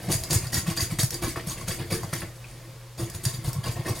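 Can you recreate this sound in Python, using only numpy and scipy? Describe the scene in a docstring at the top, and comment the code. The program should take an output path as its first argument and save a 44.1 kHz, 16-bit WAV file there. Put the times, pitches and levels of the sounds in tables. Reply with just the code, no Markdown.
"""A knife scrapes scales off a fish in a steel sink almost from the start, over a constant low appliance hum
and light handling. Ten to thirteen passes a second, with one pause: dense impulses crackle, rub the wet skin
and rumble the basin. Damped sines thud as the fish is shoved; the blade pings, the basin wall knocks and
wet flesh smacks. Decaying noise echoes set it all in a small kitchen."""
import sys
import numpy as np
from scipy import signal
from scipy.fft import rfft, irfft
from scipy.io import wavfile

SR = 44100
rng = np.random.default_rng(int(sys.argv[2]) if len(sys.argv) > 2 else 0)


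def log_audio(samples):
    """Write samples as a 16-bit WAV file to the path given in sys.argv[1]."""
    # one column per channel
    frames = np.atleast_2d(samples).T
    # limit to full scale, then quantise
    limited = np.clip(frames, -1, 1)
    pcm = np.round(limited * 32767).astype(np.int16)
    wavfile.write(sys.argv[1], SR, pcm)


N = 176400
TOP_HZ = 16200


def undb(db):
    """Decibels to gain."""
    return 10 ** (np.asarray(db) / 20)


def gains(points):
    """Gain at every frequency bin, interpolated in log frequency from (Hz, dB) points."""
    hz, db = np.array(points, float).T
    bins_hz = np.arange(N + 1) * SR / (2 * N)
    return undb(np.interp(np.log(bins_hz + 1), np.log(hz), db))


def colour(x, points):
    """Minimum-phase filter of the given colour; keeps the power of white noise."""
    g = gains(points)
    cepstrum = irfft(np.log(g / np.sqrt(np.mean(g ** 2))))
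    # fold to the causal half
    cepstrum[1:N] *= 2
    cepstrum[N + 1:] = 0
    response = np.exp(rfft(cepstrum))
    return irfft(rfft(x, 2 * N) * response)[:N]


def ring(x, modes):
    """Damped resonances, together keeping the power of white noise."""
    t = np.arange(SR // 2) / SR
    h = np.zeros(len(t))
    for hz, width_hz, db in modes:
        decay = np.exp(-np.pi * width_hz * t)
        h += undb(db) * np.sqrt(width_hz) * decay * np.sin(2 * np.pi * hz * t)
    return signal.fftconvolve(x, h / np.sqrt(np.sum(h ** 2)))[:N]


# Room air colour. Each row: frequency in Hz, relative density in dB per Hz.
AIR_COLOUR = [(20, -9), (45, 12.5), (80, -8.5), (200, -16.5), (500, -21), (900, -10), (2200, -15),
              (4500, -16.5), (10000, -21.5), (16000, -27)]
# Resonances of the appliance's whirr. Each row: frequency in Hz, width in Hz, relative level in dB.
WHIRR_MODES = [(361, 19, -5.5), (455, 17, -2.5), (535, 16, 0.5), (927, 55, -16)]
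HUM_HZ, HUM_DB, WHIRR_DB, AIR_DB = 120.4, -42.5, -59, -50.5


def background():
    """Steady sine hum, noise-driven whirr resonances and soft coloured air noise."""
    hum = np.sin(2 * np.pi * HUM_HZ * np.arange(N) / SR)
    whirr = ring(rng.standard_normal(N), WHIRR_MODES)
    air = colour(rng.standard_normal(N), AIR_COLOUR)
    return undb(HUM_DB) * hum + undb(WHIRR_DB) * whirr + undb(AIR_DB) * air


def grains(rate_per_s, spread_db):
    """Random one-sample impulses of either sign and uneven size, rms 1."""
    hits = rng.random(N) < rate_per_s / SR
    signs = rng.choice([-1, 1], N)
    sizes = undb(spread_db * np.clip(rng.standard_normal(N), -2, 2))
    x = hits * signs * sizes
    return x / np.sqrt(np.mean(x ** 2))


def pops(rate_per_s, decay_s, top_hz):
    """Small bursts that each ring briefly at a random pitch below top_hz, rms 1."""
    t, out = np.arange(int(np.log(1000) * decay_s * SR)) / SR, np.zeros(N + SR)
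    decay = np.exp(-t / decay_s)
    for when, pitch, size in rng.random((int(rate_per_s * N / SR), 3)):
        i = int(when * N)
        out[i:i + len(t)] += (size + .5) ** 2 * decay * np.sin(2 * np.pi * pitch * top_hz * t)
    return out[:N] / np.std(out[:N])


def flutter(count=800, spread_db=3):
    """Uneven grip of the blade: a quickly wandering gain, rms 1."""
    places = np.linspace(0, count - 1, N)
    g = undb(spread_db * np.interp(places, np.arange(count), rng.standard_normal(count)))
    return g / np.sqrt(np.mean(g ** 2))


def shifting_ring(x, modes, spread, count=64, order=4):
    """Steel rings in clusters of close modes, redrawn at random in each of count equal time spans."""
    t, out = np.arange(SR // 12) / SR, np.zeros(N + SR)
    hz, width_hz, db = np.repeat(np.array(modes, float), order, axis=0).T[:, :, None]
    decay = np.sqrt(width_hz) * np.exp(-np.pi * width_hz * t)
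    for span in np.array_split(np.arange(N), count):
        shift, strength = rng.standard_normal((2, len(hz), 1))
        level = undb(db + 3 * strength)  # 3 dB spread
        waves = np.sin(2 * np.pi * hz * (1 + spread * shift) * t)
        h = np.sum(level * decay * waves, axis=0)
        rung = signal.fftconvolve(x[span], h / np.sqrt(np.sum(h ** 2)))
        out[span[0]:span[0] + len(rung)] += rung
    return out[:N]


# Steady contact of hands and fish. Each row: time in seconds, level in dB before a per-layer offset.
HANDLING_LEVEL = [(0, -34), (1.0, -40), (2.2, -37.5), (2.33, -47.5), (2.5, -42), (2.75, -47.5), (2.95, -56),
                  (3.02, -39.5), (4, -41)]
# Passes of the blade, forward and back. Each row: start in seconds, length in seconds,
# then drive levels in dB of scale crackle, wet rub and basin rumble.
BLADE_PASSES = [(0.08, 0.03, -52, -42.5, -28.5), (0.099, 0.039, -29.5, -45.5, -49),
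                (0.174, 0.049, -44.5, -70, -56), (0.294, 0.068, -31.5, -43, -27.5),
                (0.412, 0.04, -43, -46, -36), (0.519, 0.063, -31, -39.5, -29.5),
                (0.657, 0.059, -40, -41, -31.5), (0.756, 0.037, -38.5, -38, -36.5),
                (0.798, 0.031, -30, -50, -50), (0.892, 0.036, -40.5, -44.5, -33),
                (0.984, 0.014, -27, -39.5, -27), (1.019, 0.017, -31, -61, -30),
                (1.114, 0.037, -40.5, -46.5, -35), (1.213, 0.034, -36.5, -36, -28.5),
                (1.237, 0.076, -40.5, -44.5, -47), (1.355, 0.0094, -43.5, -50, -26),
                (1.385, 0.0087, -63, -40, -44), (1.461, 0.054, -36, -49.5, -36),
                (1.56, 0.064, -50, -50, -40.5), (1.669, 0.04, -36.5, -38, -31.5),
                (1.7, 0.047, -41.5, -56.5, -55), (1.781, 0.043, -51, -43, -34.5),
                (1.897, 0.041, -39, -35, -30), (1.931, 0.029, -37, -61, -52),
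                (2.018, 0.014, -44, -55, -33.5), (2.123, 0.012, -38, -36.5, -33.5),
                (2.14, 0.066, -45, -53, -59), (2.212, 0.021, -58, -49, -34), (2.971, 0.067, -44, -48, -35),
                (3.134, 0.016, -40, -47.5, -40), (3.23, 0.064, -38.5, -47.5, -38.5),
                (3.323, 0.02, -42.5, -67, -33), (3.435, 0.055, -42.5, -49, -32),
                (3.532, 0.022, -49, -63, -38), (3.63, 0.053, -41, -39.5, -34),
                (3.698, 0.024, -39, -66, -58), (3.75, 0.063, -76, -51, -39.5),
                (3.846, 0.06, -41.5, -39.5, -32.5), (3.944, 0.045, -41, -54, -46.5)]
ATTACK_S = 0.014


def effort(levels_db, release_s, handling_offset_db):
    """Each pass rises, holds and dies away; its power adds to the steady contact of the hands."""
    t = np.arange(N) / SR
    power = undb(np.interp(t, *np.array(HANDLING_LEVEL).T) + handling_offset_db) ** 2
    for (start, length, *_), db in zip(BLADE_PASSES, levels_db):
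        rise = np.clip((t - start) / ATTACK_S, 0, 1)
        fall = np.exp(-np.maximum(t - start - length, 0) / release_s)
        power = power + (undb(db) * rise * fall) ** 2
    return np.sqrt(power)


# Colours of the scrape's layers. Each row: frequency in Hz, relative density in dB per Hz.
CRACKLE_COLOUR = [(300, -26.5), (1500, -2.5), (3000, -6), (5000, 3.5), (7000, 4.5), (10000, 5), (13000, 0),
                  (16000, -6)]
RUB_COLOUR = [(150, -12.5), (400, -16), (700, 4), (1100, -7.5), (1400, 2.5), (2100, 6), (3200, 0.5),
              (5000, 11.5), (12000, -107)]
RUMBLE_COLOUR = [(20, -32.5), (40, 7.5), (55, 3.5), (85, 11), (180, 0.5), (250, -11), (400, -14.5),
                 (700, -28.5), (1500, -24), (6000, -33)]
WOOD_COLOUR = [(140, -26.5), (280, 5), (380, 3), (520, 1.5), (750, -2.5), (1100, -10), (2500, -37)]
# Dull, woody part of the scrape. Each row: time in seconds, level relative to the rumble in dB.
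WOODY_LEVEL = [(.1, -7), (.5, -11.5), (2.2, -8.5), (3.0, -8), (3.3, -18), (3.7, -2.5)]
# Steel resonances of blade and basin. Each row: frequency in Hz, width in Hz, relative level in dB.
BLADE_MODES = [(4764, 44, 11.5), (5600, 45, 1.5), (6770, 41, 8), (8940, 130, 4.5), (10790, 140, 0)]
BASIN_MODES = [(329, 87, 5), (351, 6.4, 1.5), (468.5, 14.3, -4), (655, 8.3, -5.5), (1130, 64, -1.5),
               (1307, 19, -9), (2068, 39, -2.5)]
BLADE_DB = -4.5
BLADE_SHIFT, BASIN_SHIFT = .022, .045  # relative pitch spread
FINE_PER_S, DRAG_PER_S = 5400, 1300
SCALE_SPREAD_DB, SLIP_SPREAD_DB = 4, 0.5
POP_SHARE, BUBBLE_SHARE = .68, .48  # amplitude shares


def scraping():
    """Scales tear off and ring the blade; the wet skin sticks, squelches and shakes the basin."""
    _, _, crackle_db, rub_db, rumble_db = np.array(BLADE_PASSES).T
    scales = np.sqrt(1 - POP_SHARE ** 2) * grains(FINE_PER_S, SCALE_SPREAD_DB)
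    scales = scales + POP_SHARE * pops(1250, decay_s=.0012, top_hz=TOP_HZ)
    scales = scales * flutter() * effort(crackle_db, release_s=0.017, handling_offset_db=-15.5)

    slips = (1 - BUBBLE_SHARE) * grains(FINE_PER_S, SLIP_SPREAD_DB)
    slips = slips + BUBBLE_SHARE * pops(700, decay_s=.006, top_hz=3500)
    slips = slips * effort(rub_db, release_s=0.021, handling_offset_db=-15.5)

    drag = grains(DRAG_PER_S, SLIP_SPREAD_DB)
    drag = drag * effort(rumble_db, release_s=0.0093, handling_offset_db=-6.5)
    woody = drag * undb(np.interp(np.arange(N) / SR, *np.array(WOODY_LEVEL).T))

    blade = undb(BLADE_DB) * shifting_ring(scales, BLADE_MODES, BLADE_SHIFT)
    basin = shifting_ring(slips, BASIN_MODES, BASIN_SHIFT, count=32, order=2)
    crackle, rub = colour(scales, CRACKLE_COLOUR), colour(slips, RUB_COLOUR)
    rumble, wood = colour(drag, RUMBLE_COLOUR), colour(woody, WOOD_COLOUR)
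    return crackle + blade + rub + basin + rumble + wood


# The fish is shoved against the basin floor. Each row: start in seconds, level in dB, pitch in Hz.
FLOOR_THUDS = [(0.078, -19, 167), (0.145, -19.5, 120), (.207, -27, 86), (0.353, -14.5, 109),
               (.428, -29, 84.5), (0.459, -25.5, 131), (0.572, -17, 94), (0.676, -16.5, 167.3),
               (.818, -20, 94), (0.916, -20.5, 156), (0.983, -20.5, 140), (1.031, -16.5, 122),
               (1.225, -27.5, 168.5), (1.36, -28, 96), (1.464, -26, 163), (1.684, -25.5, 167),
               (1.917, -21, 160), (2.037, -27, 151), (2.124, -23.5, 145), (3.008, -29, 128),
               (3.024, -21, 121), (3.149, -25.5, 108), (3.257, -16.5, 121), (3.38, -25.5, 129),
               (3.473, -16, 127), (3.558, -22.5, 128), (3.579, -20, 127), (3.686, -19.5, 114),
               (3.755, -27.5, 128), (3.788, -21.5, 131), (3.902, -19, 117.4)]
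THUD_RISE_S, THUD_SHAPE, THUD_RING_S, THUD_RING_DB = .011, 3.2, 0.015, -49


def thuds():
    """A soft push swings the basin floor for a few cycles, each thud at its own pitch."""
    age, out = np.arange(SR // 10) / SR, np.zeros(N + SR)
    u = age / THUD_RISE_S
    push = (u * np.exp(1 - u)) ** THUD_SHAPE
    tail = undb(THUD_RING_DB) * np.minimum(u, 1) * np.exp(-age / THUD_RING_S)
    for start, db, hz in FLOOR_THUDS:
        i = int(start * SR)
        out[i:i + len(age)] += undb(db) * (push + tail) * np.sin(2 * np.pi * hz * age)
    return out[:N]


# The fish knocks on the basin wall. Each row: start in seconds, push level in dB.
WALL_KNOCKS = [(.1, -25), (.318, -30.5), (.775, -37.5), (.995, -31), (1.369, -29.5), (2.226, -36.5),
               (2.996, -30.5)]
KNOCK_PUSH_S = 0.001


def knocks():
    """A short, soft push rings the modes of the basin wall."""
    t, pushes = np.arange(N) / SR, np.zeros(N)
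    for start, db in WALL_KNOCKS:
        phase = np.clip((t - start) / KNOCK_PUSH_S, 0, 1)
        pushes += undb(db) * np.sin(np.pi * phase) ** 2
    return ring(pushes, BASIN_MODES)


# The blade catches on a scale. Each row: start in seconds, snap drive in dB,
# ping drive in dB before a doubling.
BLADE_CATCHES = [(0.118, -23, -28), (0.1205, -27, -38), (0.2364, -25, -33), (0.3076, -27, -25.5),
                 (0.331, -17, -33), (0.4687, -35, -38.5), (0.53, -41, -32), (0.5436, -21, -29),
                 (0.773, -40, -27), (0.987, -25, -44), (1.0327, -19.5, -57), (1.1063, -23.5, -44),
                 (1.143, -25.5, -37), (1.92, -33, -35), (3.0989, -31.5, -47.5), (3.1493, -37, -49),
                 (3.2521, -22, -26), (3.5306, -28, -46), (3.6385, -51, -44)]
SNAP_DECAY_S, PING_DECAY_S = 0.0023, .005  # of the driving noise


def snaps():
    """Noise bursts give a short crack and a ping of the blade at each catch."""
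    t, cracks, pings = np.arange(N) / SR, np.zeros(N), np.zeros(N)
    for start, snap_db, ping_db in BLADE_CATCHES:
        age = np.maximum(t - start, 0)
        cracks += (t >= start) * undb(snap_db) * np.exp(-age / SNAP_DECAY_S)
        pings += (t >= start) * undb(ping_db) * np.exp(-age / PING_DECAY_S)
    crack = colour(cracks * rng.standard_normal(N), CRACKLE_COLOUR)
    ping = 2 * shifting_ring(pings * rng.standard_normal(N), BLADE_MODES, BLADE_SHIFT)
    return crack + ping


# Wet smacks of the fish. Each row: start in seconds, level in dB, centre in Hz, width in Hz.
WET_SMACKS = [(0.988, -29.5, 2000, 400), (1.237, -32.5, 1640, 600), (1.359, -31.5, 1750, 1100),
              (1.373, -32, 1110, 700), (2.033, -35.5, 980, 500), (2.129, -30, 1860, 786),
              (2.219, -34, 1700, 1200), (2.441, -41.5, 2400, 220)]
SMACK_DECAY_S = 0.0088


def smacks():
    """Wet flesh lets go: a decaying noise burst rings one broad, hollow resonance."""
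    t, out, noise = np.arange(N) / SR, np.zeros(N), rng.standard_normal(N)
    for start, db, hz, width_hz in WET_SMACKS:
        burst = (t >= start) * np.exp(-np.maximum(t - start, 0) / SMACK_DECAY_S) * noise
        out += undb(db) * ring(burst, [(hz, width_hz, 0)])
    return out


def reflections(x, t60_s):
    """Dense noise echoes that die away, at the power of the source."""
    t = np.arange(SR // 2) / SR
    h = rng.standard_normal(len(t)) * np.exp(-np.log(1000) * t / t60_s)
    return signal.fftconvolve(x, h / np.sqrt(np.sum(h ** 2)))[:N]


# Stereo spread of the scattered sound. Each row: frequency in Hz, side gain in dB.
SIDE_GAIN = [(20, -2), (100, -28), (220, -20.5), (450, -12), (2300, -13), (4500, -8.5), (13000, -1)]
ROOM_T60_S, SCATTER_T60_S, ROOM_DB = 0.22, 0.2, -3.5
WORK_LEFT_OVER_RIGHT_DB = 0.64


def scene():
    """The work in its room; steel walls scatter echoes to both sides with opposite sign."""
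    work = scraping() + snaps() + smacks() + knocks()
    work = work + undb(ROOM_DB) * reflections(work, ROOM_T60_S)
    rest = thuds() + background()
    scattered = reflections(work + rest, SCATTER_T60_S)
    side = irfft(rfft(scattered, 2 * N) * gains(SIDE_GAIN))[:N]
    signs = np.array([[1], [-1]])  # left, right
    return work * undb(signs * WORK_LEFT_OVER_RIGHT_DB / 2) + rest + signs * side


def record(dry):
    """A steep elliptic low-pass cuts the top."""
    low_pass = signal.ellip(10, .1, 80, TOP_HZ, fs=SR, output="sos")  # ripple dB, stopband dB
    return signal.sosfilt(low_pass, dry)


dry = scene()
out = record(dry)
log_audio(out)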